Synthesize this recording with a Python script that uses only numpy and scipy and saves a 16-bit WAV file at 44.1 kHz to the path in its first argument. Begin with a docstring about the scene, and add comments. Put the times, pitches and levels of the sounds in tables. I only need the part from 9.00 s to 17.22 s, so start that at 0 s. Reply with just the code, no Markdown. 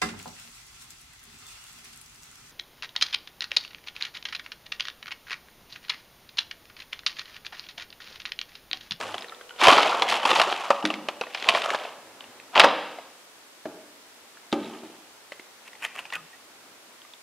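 """A low hum, an unsteady tone, fades as frozen berries, scooped from a tub with a plastic cup, rattle into
a beaker: damped tones and resonant noise, with a brief hollow ringing. The cup drops back in the tub; the
beaker is set on the table, whose modes ring. A bottle is lifted and its screw cap turned off: scraping bursts
and pings, then unsteady tones at its release. A clip-on microphone in a bare, echoing room hears it all in
the middle, over shaped noise throughout: the room's rush and the hiss of two amplifiers."""
import sys
import numpy as np
from scipy import signal
from scipy.fft import rfft, irfft, next_fast_len
from scipy.io import wavfile
from scipy.ndimage import uniform_filter1d

SR = 44100
rng = np.random.default_rng(int(sys.argv[2]) if len(sys.argv) > 2 else 0)


def gain_from_db(level_db):
    """Turn a decibel level (scalar or array-like) into a linear amplitude factor."""
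    decades = np.asarray(level_db, float) / 20
    return 10 ** decades


def transcribe(signal):
    """Save signal, clipped to [-1, 1], as a 16-bit WAV file at the path in sys.argv[1]."""
    frames = np.atleast_2d(signal).T
    limited = np.clip(frames, -1, 1)
    pcm = np.round(limited * 32767).astype(np.int16)
    wavfile.write(sys.argv[1], SR, pcm)


N = 362718

# the clearest knocks and clicks: (time [s], click peak [dB], click pitch [Hz], body re click [dB], body pitch [Hz])
KNOCKS = [(0.0113, -19.5, 1720, -4, 700), (0.1425, -20.5, 3050, 1, 710), (0.181, -21, 3370, -12, 1330),
          (0.2089, -34, 5050, 0, 686), (0.2224, -23, 3760, -22, 964), (0.244, -28, 1830, -8, 525),
          (0.284, -34, 3980, -6, 1350), (0.2956, -29.5, 3680, -12, 1230), (0.322, -35, 1780, 3, 1325),
          (0.3475, -36, 3580, -19, 528), (0.411, -30.5, 1530, -7, 530), (0.4938, -30, 2940, -23, 1610),
          (0.5074, -35, 3020, 2, 1450), (0.5616, -37, 3040, -3, 482), (0.6517, -9, 2700, 0, 1050),
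          (0.6697, -3.5, 2455, 3.5, 780), (0.6835, 0, 2610, -1, 1070), (0.7028, -7.5, 2320, 3.5, 1150),
          (0.8306, -9, 3020, -14, 1270), (0.8939, -20, 4800, -17.5, 714), (0.9188, -29, 2240, 11, 1350),
          (0.997, -25, 3100, -4, 1270), (1.0213, -7.5, 3400, -1.5, 970), (1.1227, -13.5, 2720, 1, 783),
          (1.2305, -20, 3000, 4, 930), (1.2525, -11, 2600, 3.5, 920), (1.293, -11.5, 3000, -4, 1120),
          (1.3054, -13.5, 2940, -1, 1240), (1.3134, -9.5, 3560, -1, 1230), (1.3388, -12.5, 2610, -7, 1450),
          (1.359, -14, 2700, 3.5, 925), (1.398, -5, 2700, -2.5, 1205), (1.4154, -9, 2420, -1, 720),
          (1.5254, -13, 3200, -3, 565), (1.5628, -21, 2630, -12, 855), (1.6467, -24.5, 2260, -10.5, 1200),
          (1.704, -13, 1840, 10, 560), (1.8258, -27.5, 2900, 5.5, 834), (1.8525, -7.5, 2320, -15, 553),
          (1.9026, -14.5, 2840, -3.5, 630), (1.9395, -17, 2320, -14, 1340), (2.086, -15.5, 2540, -1, 600),
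          (2.2117, -16, 2600, -1, 497), (2.2363, -27.5, 2550, -0.5, 1030), (2.2685, -31, 1870, -2, 640),
          (2.3474, -15.5, 2400, -6.5, 1450), (2.4249, -17, 2350, -20, 668), (2.4433, -18, 2490, -13, 1190),
          (2.4878, 0, 2540, -8, 1150), (2.5486, -11.5, 2310, 3, 640), (2.6186, -15, 2550, -16, 1200),
          (2.64, -18, 2900, -7.5, 735), (2.7038, -10.5, 1730, -13.5, 870), (2.7464, -15.5, 1680, 1.5, 614),
          (2.8499, -27.5, 2670, 2.5, 690), (3.2072, -27.5, 3070, -11, 1130), (3.241, -34, 2850, -11, 662),
          (3.3997, -33, 2560, -17, 848), (3.5966, 6.5, 2820, -9, 1700), (3.6024, -1.5, 2070, -3, 830),
          (3.6104, -9.5, 2280, 0, 710), (3.6363, -7, 2560, 0.5, 507), (3.6424, -8.5, 2600, 7, 564),
          (3.9858, -36.5, 2094, 8.5, 686), (4.6543, -35, 1740, 9, 634), (5.3716, -39, 1650, -3.5, 1450),
          (5.5191, -31.5, 3670, -13, 350), (5.5269, -15, 3560, -11, 406), (6.3202, -26, 1990, -4.5, 577),
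          (6.3962, -31, 2070, -8, 371), (6.7318, -35, 1960, -11, 493), (6.7531, -37, 2070, -12, 974),
          (6.8483, -20, 2800, -18, 1440), (6.8564, -23.5, 1970, -8.5, 850), (6.99, -24, 2840, -6.5, 1020),
          (7.0536, -28.5, 2480, -8, 925), (7.1025, -30, 2730, -8, 1380), (7.1243, -21.5, 1900, -4.5, 1030),
          (8.0177, -36.5, 3200, -16, 1220), (8.0496, -44, 2060, -1, 1190),
          (8.1364, -33.5, 3520, -14.5, 940), (.5875, -35, 3590, -1, 1420), (.6145, -16, 2310, 7, 1140),
          (.727, -13, 2520, 9.5, 1150), (.78, -17, 2300, 13, 1300), (2.476, -24, 2600, -11, 1110),
          (5.632, -39, 3860, -8, 500), (5.645, -36, 3770, -2, 400), (5.66, -39, 3850, -5, 500),
          (5.7354, -39, 3040, 3, 372)]
# berries sliding and tumbling, signs of the two durations ignored:
# (peak time [s], 20 dB climb [s], 20 dB fall [s], hollow body level [dB], brittle click re body [dB])
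SLIDES = [(0.015, 6, 0.24, -30.5, -5.5), (0.617, 0.0256, -0.3, -21, 1), (0.652, 0.0477, 0.27, -15, 2),
          (.69, 0.0343, 0.43, -16, -3.5), (.92, -0.02, 0.67, -27.5, -26.5), (1.093, -0.02, 0.1, -25.5, 6),
          (1.155, 0.09, 0.05, -22.5, -1.5), (1.265, 0.0748, 0.15, -21, -3), (1.36, 0.19, 0.16, -24, -0.5),
          (1.419, 0.2, -0.01, -20, -2.5), (1.54, 0.39, 0.01, -23, -5), (1.654, -1.15, -0.06, -33, -4),
          (1.8, -0.8, 0.02, -32.5, -5.5), (1.91, -1, 0.46, -39.5, -19), (2.39, .1, 0.13, -39.5, 5.5),
          (2.46, 0.2, .04, -40, 6.5), (2.501, 0.0658, 0.0251, -19.5, -8),
          (2.563, 0.13, 0.0829, -22.5, -3.5), (2.662, 0.15, 0.01, -28, -5), (2.758, 0.23, 0.01, -23.5, -11),
          (2.845, 0.56, 0.12, -34.5, -2.5), (3.553, 0, 0.0919, -14.5, -2.5),
          (3.584, .035, 0.036, -10, -6.5), (3.62, 0.01, 0.0466, -11.5, -7), (3.645, 0.01, 0.0763, -11, -9),
          (5.65, 0.24, -0.5, -52, 5.5), (5.74, 0.07, 0.07, -42, -12), (5.84, 0.2, 0.7, -54.5, -7)]
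# treble crackle: (time [s], level re brittle click [dB])
CRACKLE_LEVEL = [(0, -7.5), (.7, -14.5), (1.1, -11.5), (1.5, -12), (2.4, -17), (2.7, -9.5), (3.6, -39),
                 (5.7, -8)]
# resonances of the hollow tub and cup: (centre [Hz], width [Hz], level [dB])
TUB_MODES = [(332, 300, -26.5), (658, 258, -5), (757, 234, -1.5), (1150, 310, -5)]
# resonances of the hard frozen skins: (centre [Hz], width [Hz], level [dB])
ICE_MODES = [(1900, 1070, -3), (2534, 980, 0), (3200, 784, -1.5), (4560, 2530, -14.5)]
# frost crackling off the berries: (centre [Hz], width [Hz], level [dB])
FROST_MODES = [(6900, 2400, -8), (10400, 2800, -8.5)]
# turns of the cap thread: (peak time [s], 20 dB climb [s], 20 dB fall [s], level [dB])
CAP_TURNS = [(6.68, .03, .012, -38), (6.848, .032, .022, -24), (6.955, .016, .07, -37),
             (6.996, .05, .018, -33), (7.138, .012, .015, -29), (7.156, .015, .02, -28)]
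# resonances of the screw cap: (centre [Hz], width [Hz], level [dB])
CAP_MODES = [(870, 620, -11), (1200, 420, -9), (1480, 71, -7), (1900, 180, -5.5), (2600, 250, -3),
             (3270, 240, -12.5), (6400, 4100, -25), (10950, 7500, -18)]
# things set down: (time [s], level [dB], hardness as top frequency [Hz], share of the free ring time [1])
THUDS = [(1.842, -23, 704, 0.68), (3.641, -27, 1310, 0.83), (4.655, -33, 1800, 0.81),
         (5.527, -22.5, 1620, 0.93), (5.833, -41.5, 1400, 0.82)]
# modes of the table top: (pitch [Hz], level [dB], free t60 [s])
TABLE_MODES = [(211.4, -13.5, 0.33), (239.4, 2, 0.11), (302, 4.5, 0.22), (400.7, 1.5, 0.15),
               (545.4, 0.5, 0.12), (662, 7.5, 0.047), (842.5, 3.5, 0.094), (1248, 8.5, 0.032),
               (2250, -2, 0.059), (3500, 0, .02)]
# unsteady tones, a low hum fading at the start, hollow ringing, the cap's release:
# (start [s], end [s], pitch [Hz], peak [dB], bandwidth [Hz])
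UNSTEADY_TONES = [(0, 0.18, 101, -57, 1.7), (.22, .6, 480, -53.5, 34), (7.16, 7.27, 165, -57, 3.6),
                  (7.15, 7.215, 1230, -45, 28), (7.145, 7.175, 1480, -34, 30),
                  (7.13, 7.155, 1890, -29.5, 63), (7.143, 7.17, 2480, -34, 40),
                  (7.328, 7.36, 1870, -48, 30)]
# room stirred by the hands' work, less once they come up to the chest: (time [s], send [dB])
ROOM_SEND = [(0, -17), (.6, -8), (1.9, -13.5), (3.5, -11), (8.22, -14.5)]
# room decay: (frequency [Hz], t60 [s])
ROOM_T60 = [(150, 0.84), (400, 0.92), (1000, 0.81), (2800, 0.84), (7000, 0.92), (14000, 0.27)]
# microphone response: (frequency [Hz], gain [dB])
MIC_RESPONSE = [(30, -26), (100, -16), (200, -3), (400, -1.5), (5000, -1), (9000, -9.5), (13000, -16),
                (16000, -16.5)]
# spectrum of room and microphone rush: (frequency [Hz], relative density [dB per Hz])
RUSH_SPECTRUM = [(25, -41), (50, -17), (100, -7.5), (160, -8), (250, 3), (400, 3.5), (800, 3), (1300, 0.5),
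                 (2500, -3.5), (5000, -7.5), (8000, -10), (11000, -13), (13000, -16), (15500, -19)]
# low part of the rush: (time [s], level [dB])
LOW_RUSH_LEVEL = [(0, -43.5), (.5, -64), (3.0, -54.5), (3.3, -53.5), (4.2, -61.5), (5.3, -59.5), (6.3, -61),
                  (7.0, -57), (7.3, -60), (7.6, -57.5), (7.9, -59.5), (8.22, -63)]
# spectrum of amplifier hiss: (frequency [Hz], relative density [dB per Hz])
HISS_SPECTRUM = [(25, -43), (60, -21), (150, -10), (400, -2), (1500, -1), (4000, -2), (8000, -6.5),
                 (12000, -11), (14000, -14), (15500, -26)]


def unit(x):
    """Scales to rms 1."""
    return x / np.sqrt(np.mean(x ** 2) + 1e-20)


def peak(rows):
    """Scales each row to peak 1."""
    return rows / np.abs(rows).max(axis=1, keepdims=True)


def along(points, hz):
    """Interpolates (frequency [Hz], value) on a log frequency axis."""
    f, value = np.transpose(points)
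    return np.interp(np.log(hz + 1), np.log(f + 1), value)


def level_gain(points):
    """Gain per sample from (time [s], level [dB])."""
    return gain_from_db(np.interp(np.arange(N) / SR, *np.transpose(points)))


def filtered(x, response):
    """Multiplies the spectrum of x by a complex response of frequency."""
    m = next_fast_len(x.shape[-1] + SR // 10)
    return irfft(rfft(x, m) * response(np.fft.rfftfreq(m, 1 / SR)), m)[..., :x.shape[-1]]


def resonances(modes):
    """Causal response of second-order band-passes in parallel, alternating in sign."""
    def response(f):
        total = 0
        for k, (centre, width, db) in enumerate(modes):
            damping = 1j * f * width
            total = total + (-1) ** k * gain_from_db(db) * damping / (centre ** 2 - f * f + damping)
        return total
    return response


def contacts(per_s, spread_db, burst_s):
    """Random little impacts of unequal size, each a noise burst whose power decays exponentially."""
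    # spread_db > 0: a few much larger; < 0: a few smaller
    sizes = gain_from_db(2 * spread_db * rng.exponential(size=N).clip(0, 4))
    power = (rng.random(N) < per_s / SR) * sizes
    power = signal.lfilter([1], [1, -np.exp(-1 / (burst_s * SR))], power)
    return np.sqrt(power) * rng.standard_normal(N)


def pings(per_s, pitch_hz, spread, cycles, spread_db):
    """Single small bodies, each a short damped tone of its own pitch; sizes vary by spread_db."""
    count = round(per_s * N / SR)
    when = rng.random((count, 1))
    size, pitch = rng.standard_normal((2, count, 1))
    n = np.arange(SR // 80)
    turns = n / SR * pitch_hz * np.exp(spread * pitch)
    fade = gain_from_db(spread_db * size.clip(-2, 1.5) - 30 * turns / cycles)
    rows = fade * (1 - np.exp(-turns / 0.14)) * np.sin(2 * np.pi * turns)
    at = (when * N).astype(int) + n
    return unit(np.bincount(at.ravel(), rows.ravel(), N)[:N])


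def swells(peak_s, rise_s, fall_s, db, round_top=1):
    """Gain per sample: swells climb and sink in dB by a power of time from the peak; their powers add."""
    power = np.zeros(N)
    rise_s, fall_s = np.abs(rise_s) + 1 / SR, np.abs(fall_s) + 1 / SR
    for s, rise, fall, level in np.broadcast(peak_s, rise_s, fall_s, db):
        first, last = round((s - 3 * rise) * SR), round((s + 3 * fall) * SR)
        at = np.arange(max(0, first), min(N, last))
        late = at / SR - s
        drop_db = 20 * np.maximum(late / fall, -late / rise) ** round_top
        power[at] += gain_from_db(level - drop_db) ** 2
    return np.sqrt(power)


def place(track, s, sound):
    """Adds a sound to the track at time s."""
    return track + np.pad(sound, (round(s * SR), N))[:N]


def knocks():
    """A light blow rings one dull and one bright tone; a heavy one jolts many berries and all resonances."""
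    s, db, click_hz, body_db, body_hz = np.transpose(KNOCKS)[:, :, None]
    t = np.arange(SR // 10) / SR
    t60 = np.clip(0.034 * np.exp(0.04 * body_db), .004, .15)  # hollower blows ring longer
    noise = rng.standard_normal((len(KNOCKS), 3, len(t)))
    crowd = np.clip(0.09 + (db + 32) / 45, .1, .9)  # power share of the jolted crowd

    def blow(fade, hz, jolt, modes):
        tone = fade * np.sin(2 * np.pi * hz * t)
        rattle = peak(filtered(fade * jolt, resonances(modes)))
        return peak(np.sqrt(1 - crowd) * tone + np.sqrt(crowd) * rattle)

    bright_fade = gain_from_db(-60 * t / (0.56 * t60)) * (1 - np.exp(-t / 0.00013))
    bright = blow(bright_fade, click_hz, noise[:, 0], ICE_MODES)
    dull_fade = gain_from_db(-60 * t / t60) * (1 - np.exp(-t / 0.00041))
    dull = blow(dull_fade, body_hz, noise[:, 1], TUB_MODES)
    burst = gain_from_db(-60 * t / (0.053 * t60)) * noise[:, 2]
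    crack = crowd * peak(filtered(burst, resonances(FROST_MODES)))
    rows = gain_from_db(db) * (bright + gain_from_db(body_db) * dull + gain_from_db(-10.0) * crack)
    at = np.round(s * SR).astype(int) + np.arange(len(t))
    return np.bincount(at.ravel(), rows.ravel(), N)[:N]


def tumble():
    """Crowds of berries strike walls and each other: a scrape through the resonances, single pings on top."""
    s, rise, fall, db, click_db = np.transpose(SLIDES)
    knock_s, knock_db, _, body_db, _ = np.transpose(KNOCKS)
    jolt_db, settle_s, round_top = 1.155 * knock_db - 10, 0.031, 1.34  # berries shaken loose by each knock
    hollow = np.hypot(swells(s, rise, fall, db, round_top),
                      swells(knock_s, 0, settle_s, jolt_db + body_db))
    brittle = np.hypot(swells(s, rise, fall, db + click_db, round_top),
                       swells(knock_s, 0, settle_s, jolt_db))
    frost = level_gain(CRACKLE_LEVEL) * brittle

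    hits = contacts(500, spread_db=3.5, burst_s=0.0021)
    fine = contacts(900, spread_db=7.5, burst_s=0.0019)
    low_scrape = unit(filtered(hits, resonances(TUB_MODES)))
    low_pings = pings(300, pitch_hz=862, spread=0.33, cycles=8.5, spread_db=0.0)
    low = gain_from_db(-6.5) * low_scrape + gain_from_db(-6.5) * low_pings
    high_scrape = unit(filtered(unit(hits) + 0.73 * unit(fine), resonances(ICE_MODES)))
    high_pings = pings(500, pitch_hz=3035, spread=0.18, cycles=6.1, spread_db=9.0)
    high = gain_from_db(-5.5) * high_scrape + gain_from_db(-8.5) * high_pings
    crackle = filtered(2.1 * unit(hits) + unit(fine), resonances(FROST_MODES))
    top = unit(filtered(crackle, lambda hz: (1j * hz / (1j * hz + 5000)) ** 2))
    return hollow * low + brittle * high + frost * top


def cap():
    """The thread sticks and slips, scraping into the cap's resonances."""
    scrape = unit(filtered(contacts(450, spread_db=-2.0, burst_s=0.00084), resonances(CAP_MODES)))
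    slips = pings(300, pitch_hz=2300, spread=0.26, cycles=5.5, spread_db=2.0)
    return swells(*np.transpose(CAP_TURNS)) * (gain_from_db(-1.5) * scrape + gain_from_db(-8.5) * slips)


def thuds():
    """Each setting-down rings the table modes, roughened by all that stands on it; soft contact dulls them."""
    out, t = np.zeros(N), np.arange(SR // 2) / SR
    for s, db, top_hz, free in THUDS:
        ring = 0
        for hz, mode_db, t60 in TABLE_MODES:
            shake = np.cumsum(rng.standard_normal(len(t))) * np.sqrt(0.52 * hz / SR)  # phase walk [rad]
            fade = gain_from_db(mode_db - 60 * t / (free * t60)) / (1 + (hz / top_hz) ** 2)
            ring = ring + fade * np.sin(2 * np.pi * hz * t + shake)
        out = place(out, s, gain_from_db(db) * ring * (1 - np.exp(-t / 0.00098)))
    return out


def unsteady_tones():
    """Sines of randomly wandering phase, each with a quick fade at both ends."""
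    out = np.zeros(N)
    for start, end, hz, db, width_hz in UNSTEADY_TONES:
        t = np.arange(round((end - start) * SR)) / SR
        drift = np.cumsum(rng.standard_normal(len(t))) * np.sqrt(2 * np.pi * abs(width_hz) / SR)
        fade = np.clip(np.minimum(t / 0.004, (t[-1] - t) / 0.015), 0, 1)
        out = place(out, start, gain_from_db(db) * fade * np.sin(2 * np.pi * hz * t + drift))
    return out


def room(x):
    """The walls answer: each stretch of sound gets its own noise tail, every frequency with its own t60."""
    out, hop, delay = np.zeros(N + 3 * SR), SR // 3, 350  # hop and delay in samples
    for start in range(0, N, hop):
        hz, t, z = signal.stft(rng.standard_normal(SR), SR, nperseg=256)
        decay = gain_from_db(-60 * t / along(ROOM_T60, hz)[:, None])
        tail = signal.istft(z * decay, SR, nperseg=256)[1]
        wet = signal.fftconvolve(x[start:start + hop], tail / np.linalg.norm(tail))
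        out[start + delay:][:len(wet)] += wet
    return filtered(out[:N], lambda hz: 1 / (1 + 1j * hz / 3000))


def microphone(x):
    """Colours x by the microphone response with the least delay (minimum phase, by folded cepstrum)."""
    m = next_fast_len(N + SR // 2)
    cepstrum = irfft(np.log(gain_from_db(along(MIC_RESPONSE, np.fft.rfftfreq(m, 1 / SR)))), m)
    cepstrum = np.concatenate([cepstrum[:1], 2 * cepstrum[1:m // 2], np.zeros(m - m // 2)])
    return irfft(rfft(x, m) * np.exp(rfft(cepstrum)), m)[:N]


def shaped_noise(spectrum):
    """White noise shaped to a spectrum."""
    return filtered(rng.standard_normal(N), lambda hz: gain_from_db(along(spectrum, hz)))


def floor():
    """A shared rush, its low part swelling in patches as cloth moves, and hiss of opposite sign per channel."""
    rush = shaped_noise(RUSH_SPECTRUM)
    low = filtered(rush, lambda hz: 1 / (1 + (hz / 1500) ** 2))
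    z = signal.stft(low, nperseg=512)[2]
    patches = uniform_filter1d(rng.standard_normal(z.shape), 4, 0)  # over frequency
    patches = uniform_filter1d(patches, 10, 1)  # over time
    cloth = signal.istft(z * gain_from_db(0.54 * unit(patches)), nperseg=512)[1][:N]
    mid = level_gain(LOW_RUSH_LEVEL) * unit(cloth) + gain_from_db(-56.5) * unit(rush - low)
    side = gain_from_db(-55) * unit(shaped_noise(HISS_SPECTRUM))
    return np.array([mid + side, mid - side])


def scene():
    """Hands at work under the microphone, the room around them."""
    near = knocks() + tumble() + cap()
    table = thuds()
    echo = room(level_gain(ROOM_SEND) * near + gain_from_db(-5.0) * table)
    return microphone(near + table + echo) + unsteady_tones() + floor()


def band_limit(x):
    """A steep low-pass at the top of the band."""
    return signal.sosfilt(signal.butter(12, 15640, fs=SR, output="sos"), x)


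def record(dry):
    """The loudest blows flatten at full scale; then all from 15750 Hz up is cut."""
    flat = dry / (1 + np.abs(dry) ** 12) ** (1 / 12)
    mix = filtered(flat, lambda hz: hz < 15750)
    return band_limit(mix)


dry = scene()
out = record(dry)
transcribe(out)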